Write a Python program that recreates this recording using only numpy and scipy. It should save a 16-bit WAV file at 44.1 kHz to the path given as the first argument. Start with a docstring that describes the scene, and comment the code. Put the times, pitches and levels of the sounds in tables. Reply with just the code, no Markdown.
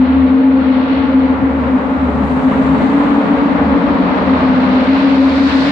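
"""Cars accelerating through a tunnel

Place: inside a tiled road tunnel, a stereo microphone pair in a moving car as other cars overtake.
Engines: a hard-driven exhaust drones and throbs with Doppler-spread wall echoes; others boom and climb.
Distance: tyre roar and rumble fill the tube as filtered noise; hiss swells with cars a few metres off.
Exhaust rasp is noise in puffs with a dull echo, gusts are thin hiss; gain control and a limiter follow.
"""
import sys
import numpy as np
from scipy import signal
from scipy.fft import rfft, irfft, next_fast_len
from scipy.io import wavfile
from scipy.ndimage import uniform_filter1d, minimum_filter1d

SR = 44100
rng = np.random.default_rng(int(sys.argv[2]) if len(sys.argv) > 2 else 0)


def wrap_up_sound(samples):
    """Save the sound to the file named by the first command line argument, as 16-bit audio."""
    columns = np.atleast_2d(samples).T
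    # keep every value between -1 and 1, then stretch to whole-number steps
    tamed = np.clip(columns, -1, 1)
    steps = np.round(tamed * 32767).astype(np.int16)
    wavfile.write(sys.argv[1], SR, steps)


N = 251811
TIME = np.arange(N) / SR


def from_db(db):
    """Decibels to amplitude gain."""
    return 10 ** (np.asarray(db) / 20)


def rms_one(x):
    """Scale to unit power."""
    return x / np.sqrt(np.mean(np.abs(x) ** 2) + 1e-20)


def in_time(rows):
    """Each column of a curve after the time column, sample by sample."""
    s, *columns = np.transpose(rows)
    return [np.interp(TIME, s, column) for column in columns]


def at_hz(points, hz):
    """Read a spectrum on a log-frequency axis; the end values hold beyond its ends."""
    f, value = np.transpose(points)
    return np.interp(np.log(np.maximum(hz, 1)), np.log(f), value)


def bell(s, half_length):
    """A smooth Gaussian rise and fall of height 1."""
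    return np.exp(-((TIME - s) / half_length) ** 2 / 2)


def beating(beats):
    """Level in dB of brief swells and dips, as when wall echoes reinforce or cancel a sound."""
    return sum(db * bell(s, half_length) for s, db, half_length in beats)


# likeness of the two microphones in the tube: f/Hz, correlation (clipped to -1..1 when used)
MIC_LIKENESS = [(60, 1), (170, 0.5), (300, 1.5), (390, 0.6), (560, 0.9), (780, 0.42), (900, 0.43),
                (1150, .08), (1600, -0.3), (2100, 0.24), (3000, 0), (12000, 0)]


def to_pair(mid, side, hz):
    """A diffuse field reaches both microphones alike in the bass, unlike in the treble."""
    alike = np.clip(at_hz(MIC_LIKENESS, hz), -1, 1)
    shared = np.sqrt((1 + alike) / 2) * mid
    opposed = np.sqrt((1 - alike) / 2) * side * np.array([[1], [-1]])
    return shared + opposed


def noise(spectrum):
    """Diffuse stereo noise of a given colour, rms 1."""
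    size = next_fast_len(N)
    hz = np.fft.rfftfreq(size, 1 / SR)
    mid, side = rfft(rng.standard_normal((2, size)))
    coloured = to_pair(mid, side, hz) * from_db(at_hz(spectrum, hz))
    return rms_one(irfft(coloured, size)[:, :N])


def scatter(spread_hz):
    """Complex gain of many echoes whose Doppler shifts spread about a tone; rms 1."""
    step, size = 32, 8192   # samples between gain values, number of values
    shift_hz = np.fft.fftfreq(size, step / SR)
    echoes = rng.standard_normal(size) + 1j * rng.standard_normal(size)
    gain = np.fft.ifft(echoes * np.exp(-(shift_hz / spread_hz) ** 2 / 2))
    return rms_one(np.interp(np.arange(N) / step, np.arange(size), gain))


def tunnel_tone(hz, echo_db, doppler):
    """One engine order: the direct tone plus its beating wall echoes; rms 1."""
    centre = hz.mean()
    spread_hz = doppler * centre
    echoes = to_pair(scatter(spread_hz), scatter(spread_hz), centre)
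    turn = np.exp(2j * np.pi * (np.cumsum(hz) / SR + rng.random()))
    return rms_one((turn * (1 + from_db(echo_db) * echoes)).real)


# the overtaking, as the tube carries it: t/s at which it starts to build, is full, starts to fade, is gone
OVERTAKE_TIMES = [1.201, 2.902, 4.398, 5.299]


def overtaking(outside_db, during_db, lag_s=0):
    """Level in dB that moves to a new value, holds and returns as the cars go by."""
    presence = np.interp(TIME - lag_s, np.sort(OVERTAKE_TIMES), [0, 1, 1, 0])
    return outside_db + (during_db - outside_db) * presence


# firing rate of the leading exhaust: t/s, f/Hz
DRONE_FIRING = [(0, 257), (0.08, 258), (0.19, 267), (0.27, 257), (0.34, 264), (0.6, 266), (0.77, 258),
                (0.9, 266.5), (1.1, 268), (1.2, 263), (1.4, 264), (1.55, 271), (1.62, 260), (2, 264),
                (2.08, 252), (2.22, 266), (2.33, 255.5), (2.48, 261.5), (2.65, 265.5), (2.8, 273),
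                (3, 282.5), (3.15, 281), (3.36, 287), (3.58, 272), (3.77, 279), (3.9, 276), (4.2, 276),
                (4.35, 261), (4.8, 257), (4.95, 270.5), (5.08, 274.5), (5.18, 266), (5.45, 274), (5.6, 266),
                (5.71, 286)]
# its slow level, before the throbs: t/s, level/dB
DRONE_LEVEL = [(0.0, -6), (0.33, -14), (0.55, -1.5), (0.7, -5.5), (1.0, -19), (1.17, -6), (1.35, -16.5),
               (1.6, -17.5), (2.0, -14.0), (2.33, -19), (2.47, -4.5), (2.8, -24.5), (2.97, -11.0),
               (3.3, -24), (3.7, -17.5), (4.15, -24.5), (4.45, -13.5), (4.8, -11), (4.93, -10),
               (5.25, -7.5), (5.45, -10), (5.71, -19)]
# its throbs, where wall echoes reinforce (+) or cancel (-) the tone: t/s, level change/dB, half length/s
DRONE_THROBS = [(0.07, -11, 0.011), (0.131, -4, 0.015), (0.184, -0.5, 0.007), (0.245, 4.5, 0.026),
                (0.337, 7.5, 0.019), (0.434, -1.5, 0.0067), (0.545, -7.5, 0.028), (0.626, 10.0, 0.013),
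                (0.633, -18.5, 0.031), (0.739, -15, 0.016), (0.876, -6.5, 0.038), (0.916, 9, 0.0089),
                (0.975, 6.5, 0.007), (1.143, -8.5, 0.023), (1.151, 9.5, 0.011), (1.232, -9, 0.0079),
                (1.28, -5.5, 0.013), (1.394, -21.5, 0.013), (1.439, 4.5, 0.038), (1.653, -18, 0.011),
                (1.694, -12.0, 0.014), (1.755, 12.5, 0.03), (1.795, -11, 0.043), (1.88, -12, 0.0048),
                (1.941, -16, 0.0058), (1.986, -23, 0.012), (2.128, -18.5, 0.013), (2.26, -17, 0.018),
                (2.415, -11.0, 0.029), (2.534, -16.5, 0.027), (2.641, -17, 0.0086), (2.71, 10, 0.017),
                (2.847, 5, 0.015), (2.967, -9, 0.0046), (3.059, -21, 0.0064), (3.187, 11.5, 0.0093),
                (3.301, 12, 0.021), (3.438, 10, 0.03), (3.765, 7.5, 0.0091), (4.007, 13, 0.0077),
                (4.338, 8, 0.012), (4.388, -21, 0.009), (4.608, -7.5, 0.0078), (4.663, -6, 0.008),
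                (4.718, -7.5, 0.013), (4.806, -10, 0.007), (4.853, -24, 0.013), (4.905, 1.5, 0.0096),
                (5.008, -10.5, 0.019), (5.093, -4.5, 0.016), (5.157, -7, 0.013), (5.319, -13, 0.02),
                (5.391, -7.5, 0.0083), (5.506, -28, 0.014), (5.561, 5.5, 0.012)]
# its weaker orders: multiple of the firing rate, level relative to one another/dB
WEAKER_ORDERS = [(.75, -8), (1.25, -11), (1.501, -23), (1.75, -3.5), (2, -2.5), (2.25, -9), (2.75, -12),
                 (3.25, -9), (3.749, -15), (4.25, -12.5), (5.25, -12.5)]
CROSS_ECHO_DB = -27   # the drone thrown back by the side walls
ECHO_DIP_SHARE = 0.2   # how far the far echoes sink, in dB per dB, with dips of the drone


def leading_exhaust(firing_hz):
    """A dominant firing tone throbs with its echoes; unequal cylinders add quarter orders, smeared by the tube."""
    level_db, = in_time(DRONE_LEVEL)
    # the crank does not share the quick waver of the beats
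    revs_hz = uniform_filter1d(firing_hz, size=SR // 2)
    throb_db = beating(DRONE_THROBS)
    near = from_db(level_db + throb_db) * tunnel_tone(firing_hz, echo_db=-16, doppler=0.083)
    # echoes from ahead and from behind are shifted opposite ways
    shifted = rms_one(sum(tunnel_tone(shift * revs_hz, echo_db=0.0, doppler=0.075)
                          for shift in (.94, 1.05)))
    # echoes from the side walls reach the two microphones in opposite phase
    crosswise = tunnel_tone(revs_hz, echo_db=9.5, doppler=0.09) * np.array([[1], [-1]])
    echoes = from_db(overtaking(-21.5, -23.5)) * shifted + from_db(CROSS_ECHO_DB) * crosswise
    echo_dip = from_db(ECHO_DIP_SHARE * np.minimum(throb_db, 0))
    body = sum(from_db(db) * tunnel_tone(order * revs_hz, echo_db=6, doppler=0.037)
               for order, db in WEAKER_ORDERS)
    body_gain = from_db(-27 + overtaking(0, -8))   # the weaker orders are masked during the overtaking
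    return near + echo_dip * echoes + body_gain * body


# low exhaust boom of the nearest car, firing rate: t/s, f/Hz
BOOM_FIRING = [(0, 76.45), (0.3, 78.3), (1.2, 75.9), (2.25, 72), (3.65, 73.8), (3.95, 79), (4.45, 83.5),
               (5.71, 74)]
# its slow level: t/s, level/dB
BOOM_LEVEL = [(0, -32), (0.22, -20.5), (0.42, -37.5), (0.63, -29.5), (0.8, -37.5), (1.2, -28.5),
              (1.65, -27), (2.22, -22.5), (2.45, -34), (2.78, -27.5), (3, -44), (3.48, -52), (3.62, -28.5),
              (3.72, -21), (3.8, -57), (3.9, -43), (4.4, -26.5), (5.03, -38.5), (5.3, -27), (5.5, -30),
              (5.71, -41.5)]
# its throbs: t/s, level change/dB, half length/s
BOOM_THROBS = [(0.979, 5.5, 0.021), (1.451, -5, 0.023), (1.658, 6, 0.023), (1.808, -10, 0.036),
               (1.924, -15, 0.028), (3.891, 16.5, 0.033), (4.532, -8.5, 0.015), (4.912, 7, 0.024)]
# engines pulling up through their revs: loudest at t/s, firing rate then f/Hz, climb/(Hz per s),
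# level/dB, half length/s, octave against firing tone level/dB
CLIMBING_ENGINES = [(4.25, 190, 15, -23.5, 0.87, -11.5), (3.1, 220, 12, -24, 0.85, -4),
                    (3.4, 256, 1, -22, 1, -16.5), (3.9, 288, 14, -27.5, 1, -7.5)]
# brief low swells in the tube: t/s, f/Hz, level/dB, half length/s
LOW_SWELLS = [(1.01, 102, -37, 0.11), (1.413, 119, -26.5, 0.039), (1.63, 138.5, -29.5, 0.07),
              (2.251, 150, -29.5, 0.15), (2.55, 109.3, -28, 0.043), (2.694, 165, -24.5, 0.16),
              (4.58, 196.1, -22, 0.1), (5.683, 185, -23.5, 0.06)]


def other_engines():
    """A deep boom close by, engines that swell and fade while their revs rise, and brief low swells."""
    boom_hz, = in_time(BOOM_FIRING)
    boom_db, = in_time(BOOM_LEVEL)
    boom_gain = from_db(boom_db + beating(BOOM_THROBS))
    out = boom_gain * tunnel_tone(boom_hz, echo_db=-11, doppler=0.16)
    for s, peak_hz, hz_per_s, level_db, half_length, octave_db in CLIMBING_ENGINES:
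        hz = peak_hz + hz_per_s * (TIME - s)
        firing = tunnel_tone(hz, echo_db=-1, doppler=0.065)
        octave = tunnel_tone(2 * hz, echo_db=3, doppler=0.024)
        out += from_db(level_db) * bell(s, half_length) * (firing + from_db(octave_db) * octave)
    for s, hz, level_db, half_length in LOW_SWELLS:
        tone = tunnel_tone(np.full(N, hz), echo_db=3, doppler=0.2)
        out += from_db(level_db) * bell(s, half_length) * tone
    return out


# low rumble of the tube, spectrum: f/Hz, relative level/dB
RUMBLE_SPECTRUM = [(10, -62), (25, -33.5), (40, -23.5), (56, 10.5), (100, 7.5), (130, 5), (165, 13),
                   (210, 21.5), (290, 17), (350, 1.5), (500, -51.5)]
# tyre roar in the tube, spectrum: f/Hz, relative level/dB
ROAR_SPECTRUM = [(200, -9.5), (340, -5), (450, 0.5), (570, 4.5), (670, -0.5), (850, 2), (1150, 0.5),
                 (1500, -5), (2000, -10), (2800, -18.5), (4000, -27.5), (6000, -90)]
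# the roar surges (+) and sags (-): t/s, level change/dB, half length/s
TYRE_SURGES = [(.48, -2.5, 0.18), (1.65, 2.5, 0.036), (1.83, 1, 0.028), (2.17, -1, 0.098),
               (2.55, 1.5, 0.079), (2.83, 0.5, 0.027), (3.04, 0.5, 0.036), (4.2, 1.5, 0.087),
               (4.43, 2, 0.023), (5.52, 2.5, .03), (5.63, 2.5, 0.038)]
ROAR_LAG_S = 0.26   # the roar of the tyres follows the low rumble


def road():
    """Rumble and tyre roar build up in the tube with the overtaking; the roar is gritty from the asphalt."""
    grit_db = 1.08 * scatter(spread_hz=23).real   # fast unevenness
    roar_db = overtaking(-24.5, -19.5, ROAR_LAG_S) + beating(TYRE_SURGES) + grit_db
    rumble = from_db(overtaking(-25.5, -22)) * noise(RUMBLE_SPECTRUM)
    return rumble + from_db(roar_db) * noise(ROAR_SPECTRUM)


# exhaust rasp: t/s, level/dB
RASP_LEVEL = [(0, -34.5), (.5, -38), (.63, -35), (.74, -32), (.85, -33), (.96, -30), (1.1, -35), (1.3, -38),
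              (1.5, -52), (2.2, -51), (2.8, -37), (3.6, -39.5), (4.4, -33), (5.06, -27), (5.22, -30.5),
              (5.36, -29), (5.45, -32), (5.5, -23.5), (5.57, -29.5), (5.71, -24)]
# its spectrum: f/Hz, relative level/dB
RASP_SPECTRUM = [(900, -11.5), (1500, 8.5), (2100, 4.5), (2750, 3), (3400, -1.5), (4300, -3.5), (4800, -16),
                 (5400, -20.5), (5900, -27), (6600, -52), (9000, -69.5)]
# spectrum of the rasp returning down the tube: f/Hz, relative level/dB
RASP_ECHO_SPECTRUM = [(700, -12.5), (1400, 2.5), (2300, -1.5), (3000, -12.5), (4000, -27), (6000, -69)]
RASP_ECHO_LAG_S, RASP_ECHO_DB = 0.52, -3   # delay, level against the rasp


def rasp(firing_hz, depth=0.17):
    """Exhaust gas hisses in puffs, one per engine cycle with wandering phase; a duller echo lingers."""
    rasp_db, = in_time(RASP_LEVEL)
    cycle = 2 * np.pi * np.cumsum(firing_hz / 4) / SR   # four firings to a cycle
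    puffs = 1 + depth * np.cos(cycle + np.angle(scatter(25)))
    echo_db = np.interp(TIME - RASP_ECHO_LAG_S, TIME, rasp_db) + RASP_ECHO_DB
    direct = from_db(rasp_db) * puffs * noise(RASP_SPECTRUM)
    return direct + from_db(echo_db) * noise(RASP_ECHO_SPECTRUM)


def nearness(s, distance_m):
    """Gain of a passing source: 1 / range, scaled to 1 at its closest."""
    speed_m_per_s = 6   # overtaking cars, relative to the listener
    return distance_m / np.hypot(distance_m, speed_m_per_s * (TIME - s))


# cars drawing level: closest at t/s, distance/m, tyre hiss level/dB, air hiss level/dB
CLOSE_PASSES = [(2.76, 3.0, -58, -56), (5.62, 1.9, -32.5, -73.5)]
# tyre hiss, spectrum: f/Hz, relative level/dB
TYRE_HISS_SPECTRUM = [(2000, -15.5), (3600, 17.5), (4400, 18), (5000, 11.5), (5400, 8), (6000, 1),
                      (6900, -2.5), (8000, -7), (9300, -16.5), (11000, -26), (15000, -46)]
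# streaming air, spectrum: f/Hz, relative level/dB
AIR_SPECTRUM = [(3000, -6), (5000, 10), (7000, 14), (8300, 12.5), (9300, 4), (11000, 1), (13500, -11),
                (15500, -10.5)]
TYRE_LAG_S = 0.073   # the tyre hiss peaks after the air that the nose pushes
TYRE_FAR_DB, AIR_FAR_DB, AIR_FAR_CUT_HZ = -80, -76, 12000   # constant beds; the air's low-pass
HISS_SURGE_SHARE = 0.46   # how far the tyre hiss follows the surges of the roar, in dB per dB


def hisses(tyre_falloff=0.98, air_falloff=1.4):
    """Tyres and streaming air hiss, swelling as cars draw level; the air fades more steeply with range."""
    tyre, air = from_db(TYRE_FAR_DB), 0
    for s, distance_m, tyre_db, air_db in CLOSE_PASSES:
        tyre_gain = from_db(tyre_db) * nearness(s + TYRE_LAG_S, distance_m) ** tyre_falloff
        air_gain = from_db(air_db) * nearness(s, distance_m) ** air_falloff
        tyre, air = np.hypot(tyre, tyre_gain), np.hypot(air, air_gain)   # powers add
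    low_pass = signal.butter(4, AIR_FAR_CUT_HZ, fs=SR, output="sos")
    far_air = signal.sosfilt(low_pass, noise(AIR_SPECTRUM))
    flutter = from_db(.8 * scatter(45).real)
    surge = from_db(HISS_SURGE_SHARE * beating(TYRE_SURGES))
    near = surge * tyre * noise(TYRE_HISS_SPECTRUM) + air * noise(AIR_SPECTRUM)
    return flutter * (near + from_db(AIR_FAR_DB) * far_air)


# gusts of air: peak at t/s, level/dB, rise/s, decay/s
AIR_GUSTS = [(0.27, -70.5, .4, .35), (2.26, -60, .07, .33), (4.17, -69.5, 0.22, 0.17),
             (5.02, -70, .06, .06)]
# their spectrum: f/Hz, relative level/dB
GUST_SPECTRUM = [(4500, -22.5), (6000, 0), (8300, 2), (10500, -1.5), (12000, -10.5), (15500, -11)]


def gusts():
    """Air pushed by the cars: each gust is a thin hiss with a straight rise and an exponential decay."""
    envelope = 0
    for s, level_db, rise_s, decay_s in AIR_GUSTS:
        rise = np.clip((TIME - s) / rise_s + 1, 0, 1)
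        decay = np.exp(-np.maximum(TIME - s, 0) / decay_s)
        envelope = envelope + from_db(level_db) * rise * decay
    return envelope * noise(GUST_SPECTRUM)


def scene():
    """Engines, road and air inside the tunnel."""
    firing_hz, = in_time(DRONE_FIRING)
    engines = leading_exhaust(firing_hz) + other_engines()
    return engines + road() + rasp(firing_hz) + hisses() + gusts()


def gain_control(x, threshold_db=-11, share=0.5, window_s=0.035, makeup_db=1.17):
    """Turns everything down by a share of the dB by which short-term power exceeds a threshold."""
    power = uniform_filter1d(np.mean(x ** 2, axis=0), size=int(window_s * SR))
    over_db = np.maximum(10 * np.log10(np.abs(power) + 1e-12) - threshold_db, 0)
    return x * from_db(makeup_db - np.clip(share, 0, 1) * uniform_filter1d(over_db, size=400))


def limiter(x):
    """Looks a little ahead and ducks the whole sound under each peak."""
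    ceiling_db, release_db_per_s = -.6, 160
    over = np.maximum(20 * np.log10(np.abs(x).max(axis=0) + 1e-9) - ceiling_db, 0)
    release_db = release_db_per_s * TIME
    held = np.maximum.accumulate(over + release_db) - release_db
    gain_db = minimum_filter1d(-held, size=300)
    smooth_db = uniform_filter1d(uniform_filter1d(gain_db, size=200), size=200)
    return x * from_db(smooth_db)


# colour of the microphone pair: f/Hz, left minus right level/dB
MIC_BALANCE = [(60, 1), (260, 2), (550, 2.5), (1100, 1.5), (1800, 2), (2700, 1.5), (3400, -2.5),
               (4300, -7.5), (4900, 0.5), (5450, -3), (6100, -10), (8200, -14.5), (10000, -1.5),
               (13000, -5.5)]
CUTOFF_HZ = 16200   # stop-band edge of the top cut


def record(dry):
    """Each microphone port has its own colour; then a low cut, gain control, the limiter and the top cut."""
    size = next_fast_len(N + SR // 10)
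    tilt_db = at_hz(MIC_BALANCE, np.fft.rfftfreq(size, 1 / SR)) * np.array([[.5], [-.5]])
    ports = from_db(tilt_db) / np.sqrt(np.mean(from_db(tilt_db) ** 2, axis=0))   # keeps the mean power
    heard = irfft(rfft(dry, size) * ports, size)[:, :N]
    heard = signal.sosfilt(signal.butter(2, 36, "high", fs=SR, output="sos"), heard)
    limited = limiter(gain_control(heard))
    return signal.sosfilt(signal.cheby2(12, 70, CUTOFF_HZ, fs=SR, output="sos"), limited)


dry = scene()
out = record(dry)
wrap_up_sound(out)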